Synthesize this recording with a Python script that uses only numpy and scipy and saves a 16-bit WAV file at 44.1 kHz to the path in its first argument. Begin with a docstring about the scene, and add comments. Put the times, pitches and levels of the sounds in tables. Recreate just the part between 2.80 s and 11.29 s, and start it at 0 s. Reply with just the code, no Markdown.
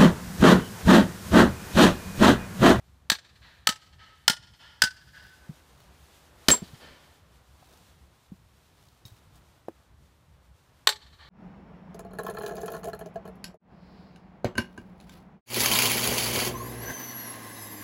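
"""Farmyard, beside a woodpile. A hammer taps a steel wedge into a log: each blow clacks and rings
the steel and thumps the wood. One full swing tears the fibres, the log booms and the wedge flies out
ringing. The halves tumble, boots shift on sawdust, and the wedge is set and struck on a second log.
The woodpile throws each blow straight back; farm buildings answer up to a third of a second later.
Under it all lie a faint rumble, a far roar and a hiss."""
import sys
import numpy as np
from scipy import signal
from scipy.fft import rfft, irfft, next_fast_len
from scipy.io import wavfile
from scipy.ndimage import uniform_filter1d

SR = 44100
rng = np.random.default_rng(int(sys.argv[2]) if len(sys.argv) > 2 else 0)


def pcm_store(signal):
    """Save signal as 16-bit PCM."""
    levels = np.round(np.clip(np.atleast_2d(signal), -1, 1) * 32767)
    wavfile.write(sys.argv[1], SR, levels.astype(np.int16).T)


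N = 374409


def amp(db):
    """Decibels to gain."""
    return 10 ** (np.asarray(db) / 20)


def unit_rms(x):
    """Scale to rms 1."""
    return x / np.sqrt(np.mean(x ** 2) + 1e-20)


def spectrum_db(points, hz):
    """Spectrum interpolated over log frequency."""
    point_hz, db = np.transpose(points)
    return np.interp(np.log(hz + 1), np.log(point_hz + 1), db)


def add(mix, time_s, sound):
    """Mix a sound in at time_s."""
    part = mix[max(round(time_s * SR), 0):][:len(sound)]
    part += sound[:len(part)]


def noise(points):
    """Steady noise with the given spectrum, rms 1."""
    size = next_fast_len(N, True)
    gain = amp(spectrum_db(points, np.fft.rfftfreq(size, 1 / SR)))
    return unit_rms(irfft(rfft(rng.standard_normal(size)) * gain, size)[:N])


def grains(depth_db, samples):
    """Fast random gain that makes noise crackle."""
    jitter = unit_rms(uniform_filter1d(rng.standard_normal(N), size=samples))
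    return unit_rms(amp(depth_db * jitter))


def minimum_phase(x, bin_db):
    """Causal filter; attacks stay sharp."""
    cepstrum = irfft(np.log(amp(bin_db)))
    cepstrum[1:len(x) // 2] *= 2
    cepstrum[len(x) // 2 + 1:] = 0
    return irfft(rfft(x) * np.exp(rfft(cepstrum)))


def flat_burst(envelope):
    """Enveloped noise, iterated toward a flat spectrum."""
    x = rng.standard_normal(len(envelope))
    envelope_rms = np.sqrt(np.mean(envelope ** 2))
    for _ in range(4):
        bins = rfft(x * envelope)
        white = unit_rms(irfft(bins / (abs(bins) + 1e-12)))
        x = np.tanh(white * envelope_rms / (envelope + 1e-6) / 2)
    return x * envelope


def ring(modes, rise_s):
    """Decaying modes with a soft onset."""
    t = np.arange(12000) / SR
    tones = sum(amp(db - 60 * t / t60_s) * np.sin(2 * np.pi * (hz * t + rng.random()))
                for hz, db, t60_s in modes)
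    return tones * (1 - np.exp(-(t / rise_s) ** 2))


# Hammer blows: (time [s], impact gain [dB], wedge seating [0-1], bending note [Hz], its level [dB],
# upper note [Hz], its level [dB], woodpile delay [s])
BLOWS = [(0.2995, -10, 0.2, 1640, -27.5, 4420, -14, 0.017),
         (0.8710, -10, 0.58, 1292, -17, 4300, -19, 0.018), (1.4791, -8, 0.8, 1419, -15.5, 5160, -15, 0.018),
         (2.0194, -9, 0.97, 1512, -10, 4907, -13, 0.017),
         (3.6839, -8.5, 0.6, 1810, -22, 4661, -20.5, .0172),
         (8.0714, -8.5, 0.03, 1125, -25.5, 3735, -13, 0.018)]
# Modes: (frequency [Hz], level [dB], t60 [s])
STEEL_MODES = [(867, -21.5, 0.082), (1793, -15.5, 0.065), (3081, -9.5, 0.029), (3440, -19.5, .07),
               (4390, -17, 0.061), (6020, -22, .08), (7610, -17, .06), (7810, -22.5, 0.072),
               (8730, -24, 0.063), (9600, -26, .09), (13560, -26, .06), (12950, -26, .06)]  # hammer head and wedge
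GRIPPED_MODES = [(966, -17, 0.033), (2350, -14, .035), (3040, -6, 0.021), (3480, -14, 0.025),
                 (4200, -12, .022), (5140, -7, .016), (5650, -15, 0.018)]  # wedge held by the wood
WHOLE_LOG_MODES = [(414, -35, .2), (856, -26.5, 0.16), (1087, -14, 0.044), (1480, -25, .1),
                   (1910, -25, .064), (2460, -18, .035), (2760, -21, .035), (3440, -11, 0.0325),
                   (3750, -18.5, .03), (4400, -17, .035)]  # second log with its loose wedge
def hammer():
    """Blows ring the steel and bend the wedge, which sounds two close notes and an upper one."""
    out = np.zeros(N)
    for time_s, db, seating, bend_hz, bend_db, upper_hz, upper_db, pile_delay_s in BLOWS:
        impact = ring(STEEL_MODES, rise_s=0.001) + seating * ring(GRIPPED_MODES, rise_s=0.001)
        add(impact, 0, amp(-1.5) * clack(seating))
        wedge_modes = [(bend_hz, bend_db, 0.083), (bend_hz * 1.08, bend_db - 5, 0.03),
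                       (upper_hz, upper_db, 0.038)]
        notes = ring(wedge_modes, rise_s=0.0016)
        add(out, time_s, yard(amp(db) * impact + notes, pile_delay_s))
    add(out, BLOWS[-1][0], ring(WHOLE_LOG_MODES, rise_s=0.0031))
    return out


# Clack spectra, wedge loose and seated: (frequency [Hz], relative level [dB])
LOOSE_SPECTRUM = [(100, -22), (250, -26), (560, -10), (1100, -5), (1700, -3.5), (2200, -5), (2900, -6.5),
                  (3500, 1.5), (4300, 5), (4900, -7.5), (8000, -12), (10500, -20.5), (13000, -15),
                  (15500, -24)]
SEATED_SPECTRUM = [(100, -12), (350, -19.5), (600, -11.5), (900, -7), (1100, -12), (1600, 1), (2500, -6),
                   (3050, -0.5), (3800, -5.5), (5000, 3), (6000, -5.5), (9500, -8), (11000, -17.5),
                   (15500, -18.5)]
def clack(seating, contact_s=0.0032, fade_s=0.0021, size=4096):
    """Steel chatters on steel; the colour shifts as the wood grips the wedge."""
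    t, hz = np.arange(size) / SR, np.fft.rfftfreq(size, 1 / SR)
    envelope = np.minimum(0.5 + t / contact_s, 1) * np.exp(-np.maximum(t - contact_s, 0) / fade_s)
    loose_db, seated_db = spectrum_db(LOOSE_SPECTRUM, hz), spectrum_db(SEATED_SPECTRUM, hz)
    chatter = minimum_phase(flat_burst(envelope), (1 - seating) * loose_db + seating * seated_db)
    return unit_rms(chatter) * np.sqrt(np.mean(envelope ** 2))


# Tearing fibres: (frequency [Hz], relative level [dB])
TEAR_SPECTRUM = [(40, -20.5), (180, 1), (300, -1), (600, 2), (800, -13), (1800, -4.5), (2600, -11.5),
                 (4000, -9), (8000, -11), (15000, -17.5)]
# Modes: (frequency [Hz], level [dB], t60 [s])
BOOM_MODES = [(66, -23, 0.099), (175, -22, .12), (232, -22, .12)]  # opening log and soil
FREE_WEDGE_MODES = [(7550, -1.5, 0.11), (7500, -13, 0.14), (7840, -12, .08), (9530, -17, .08),
                    (6260, -18, .09)]
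def split(split_s=3.684, crack_s=0.058, freed_s=3.710, sag_db_per_s=185, release_db_per_s=480):
    """Fibres snap, fading fast once the crack is through; the log booms and the freed wedge rings."""
    age_s = np.arange(N) / SR - split_s
    sag_db = sag_db_per_s * np.clip(age_s, 0, crack_s)
    release_db = release_db_per_s * np.maximum(age_s - crack_s, 0)
    envelope = amp(-20 - sag_db - release_db) * (age_s >= 0)
    out = grains(depth_db=4, samples=60) * noise(TEAR_SPECTRUM) * envelope
    out += barn_echo(out)
    add(out, split_s, ring(BOOM_MODES, rise_s=0.004))
    add(out, freed_s, amp(-2) * ring(FREE_WEDGE_MODES, rise_s=0.0045))
    return out


# Log bursts, halves tumble, a boot lands, wedge is set on the next log: (time [s], level [dB], pitch [Hz], t60
# [s])
KNOCKS = [(3.684, -9.5, 259, .024), (3.717, -13, 390, .015), (3.736, -21, 983, 0.043),
          (3.748, -24, 406, .032), (3.820, -23.5, 186, .055), (3.932, -31, 125, .05),
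          (4.826, -43, 729.6, 0.023), (6.884, -10, 469.3, 0.0073), (6.889, -34.5, 329, 0.058)]
def logs():
    """The first log thumps under each blow, heard via the woodpile; loose wood knocks about."""
    out = np.zeros(N)
    for time_s, db, *_, pile_delay_s in BLOWS[:-1]:
        add(out, time_s + pile_delay_s, thud(db - 13, pitch_hz=208, t60_s=0.031, grit_db=-20))
    for time_s, db, pitch_hz, t60_s in KNOCKS:
        add(out, time_s, thud(db, pitch_hz, t60_s, grit_db=-41))
    return out + amp(-7) * barn_echo(out)


def thud(db, pitch_hz, t60_s, grit_db, rattle_db=-13, rise_cycles=0.38, size=8192):
    """Heavily damped swing of wood or soil; a rattle near its pitch and crunching chips outlast it."""
    t, hz = np.arange(size) / SR, np.fft.rfftfreq(size, 1 / SR)
    decay_db = -60 * t / t60_s
    swing = np.sin(2 * np.pi * pitch_hz * t) * amp(decay_db)
    band = hz * pitch_hz / (hz ** 2 + pitch_hz ** 2) / (1 + (hz / (2 * pitch_hz)) ** 2)
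    rattle = unit_rms(irfft(rfft(rng.standard_normal(size)) * band)) * amp(rattle_db + decay_db / 1.6)
    grit = rng.standard_normal(size) * amp(grit_db + decay_db / 2.6)
    onset = 1 - np.exp(-(t * pitch_hz / rise_cycles) ** 2)
    return amp(db) * (swing + rattle + grit) * onset


# Footfalls: (time [s], level [dB], pitch [Hz], relative crunch [dB])
STEPS = [(2.692, -24, 153, -44), (5.518, -30.5, 188, -39), (6.251, -35, 113.5, -16.5),
         (6.317, -34.5, 100, -31), (6.553, -45, 118, -16.5)]
def boots():
    """Soft ground thuds with a little sawdust crunch."""
    out = np.zeros(N)
    for time_s, db, pitch_hz, crunch_db in STEPS:
        add(out, time_s, thud(db, pitch_hz, t60_s=0.067, grit_db=crunch_db, rattle_db=-19))
    return out


# Lifted wedge: (frequency [Hz], level [dB], t60 [s])
CLINK_MODES = [(3790, -42.5, 0.049), (4420, -47, 0.018), (5270, -40.5, 0.017), (6420, -50, 0.037)]
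def clink(time_s=6.252):
    """The fallen wedge rings lightly as it is picked up."""
    out = np.zeros(N)
    add(out, time_s, yard(ring(CLINK_MODES, rise_s=0.001), pile_delay_s=0.016))
    return out


# Brushing strokes: (centre time [s], length [s], level [dB])
SCUFFS = [(2.466, .08, -61), (3.01, 0.084, -62), (4.906, 0.16, -60.5), (6.061, .2, -64.5),
          (6.285, 0.062, -60), (6.372, .04, -64), (6.57, .07, -70)]
# Cloth and sawdust: (frequency [Hz], relative level [dB])
SCUFF_SPECTRUM = [(200, 2), (900, -1), (2200, -12), (3700, -1.5), (8000, -10), (15000, -13.5)]
def scuffs():
    """Boots and stiff work clothes brush in short grainy swishes."""
    t = np.arange(N) / SR
    strokes = sum(amp(db) * np.exp(-(2 * (t - centre_s) / length_s) ** 2)
                  for centre_s, length_s, db in SCUFFS)
    return strokes * grains(depth_db=5, samples=150) * noise(SCUFF_SPECTRUM)


# Scatter off log ends, then gaps: (rise [s], t60 [s], level [dB], low-pass [Hz])
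WOODPILE = [(.001, .045, -12, 12020), (.002, .12, -13, 14070)]
# Sheds, house walls, barn, near to far: (delay [s], rise [s], t60 [s], level [dB], low-pass [Hz])
BUILDINGS = [(.049, 0.0018, .04, -22, 6000), (.05, .03, 1, -34.5, 5770), (.083, .003, .05, -31.5, 9000),
             (.141, .005, .14, -37.5, 6000), (.188, .003, .09, -40.5, 5000), (.252, .005, .12, -39, 4500),
             (.308, .02, .95, -24.5, 3000)]
def yard(sound, pile_delay_s, pile_face_db=-9.5):
    """Direct sound, a slap off the woodpile's face, its scatter and the building echoes."""
    response = sum(reflection(pile_delay_s, *row) for row in WOODPILE)
    response += sum(reflection(*row) for row in BUILDINGS)
    response[0] += 1
    add(response, pile_delay_s, amp([pile_face_db]))
    return signal.fftconvolve(sound, response)


def barn_echo(sound):
    """Return from the farthest wall only."""
    return signal.fftconvolve(sound, reflection(*BUILDINGS[-1]))[:N]


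def reflection(delay_s, rise_s, t60_s, db, lowpass_hz):
    """Rough-surface response: a dulled cloud of small echoes that swells and dies."""
    age_s = np.maximum(np.arange(SR) / SR - delay_s, 0)
    cloud = rng.standard_normal(SR) * (1 - np.exp(-age_s / rise_s)) * amp(-60 * age_s / t60_s)
    lowpass = signal.butter(2, lowpass_hz, fs=SR)
    return amp(db) * signal.lfilter(*lowpass, unit_rms(cloud) / np.sqrt(SR))


# Outdoor swells: (time [s], roar gain [dB], hiss gain [dB])
SWELLS = [(0.0, -70.5, -75), (2.08, -72.5, -72.5), (2.2, -70, -67), (2.69, -64.5, -67.5),
          (3.57, -62.5, -65.5), (3.69, -58.5, -59.5), (4.07, -62, -63.5), (4.42, -67.5, -71.5),
          (4.94, -65, -68), (5.58, -70.5, -72.5), (6.62, -66, -71), (7.14, -70, -75.5), (8.49, -68, -73)]
# Outdoor noise spectra: (frequency [Hz], relative level [dB])
RUMBLE_SPECTRUM = [(20, -27), (40, -14), (65, 3.5), (100, -4.5), (160, -7), (250, -20), (400, -33),
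                   (1000, -61.5)]
ROAR_SPECTRUM = [(100, -9), (250, 0.5), (500, -0.5), (1050, -1), (1600, -5), (2400, -11), (4000, -18.5),
                 (9000, -41)]
HISS_SPECTRUM = [(500, -9.5), (2000, 0), (3500, 4), (5000, 0.5), (8000, -2), (12000, -5.5), (15000, -5.5),
                 (15500, -26)]
def background():
    """Low rumble under a far roar and a hiss that slowly swell and sink."""
    t = np.arange(N) / SR
    time_s, roar_db, hiss_db = np.transpose(SWELLS)
    rumble = amp(-61) * waver(depth_db=2.5) * noise(RUMBLE_SPECTRUM)
    roar = amp(np.interp(t, time_s, roar_db) + 1.5) * waver(depth_db=0.74) * noise(ROAR_SPECTRUM)
    hiss = amp(np.interp(t, time_s, hiss_db) + 2) * waver(depth_db=1.5) * noise(HISS_SPECTRUM)
    return rumble + roar + hiss


def waver(depth_db):
    """Random gain drift, 1-10 Hz."""
    t = np.arange(0, N, 256) / SR
    drift = sum(np.sin(2 * np.pi * (hz * t + rng.random())) for hz in np.geomspace(1, 10, 24))
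    return amp(depth_db * np.interp(np.arange(N) / SR, t, unit_rms(drift)))


def scene():
    """All sources, mono."""
    return (hammer() + split() + logs() + boots() + clink() + scuffs() + background())[None]


def record(dry):
    """Soft peak limiting, then a 15.8 kHz low-pass."""
    rounded = dry / (1 + dry ** 6) ** (1 / 6)
    lowpass = signal.firwin(301, 15800, window=("kaiser", 9), fs=SR)
    return signal.oaconvolve(rounded, lowpass[None], "same")


dry = scene()
out = record(dry)
pcm_store(out)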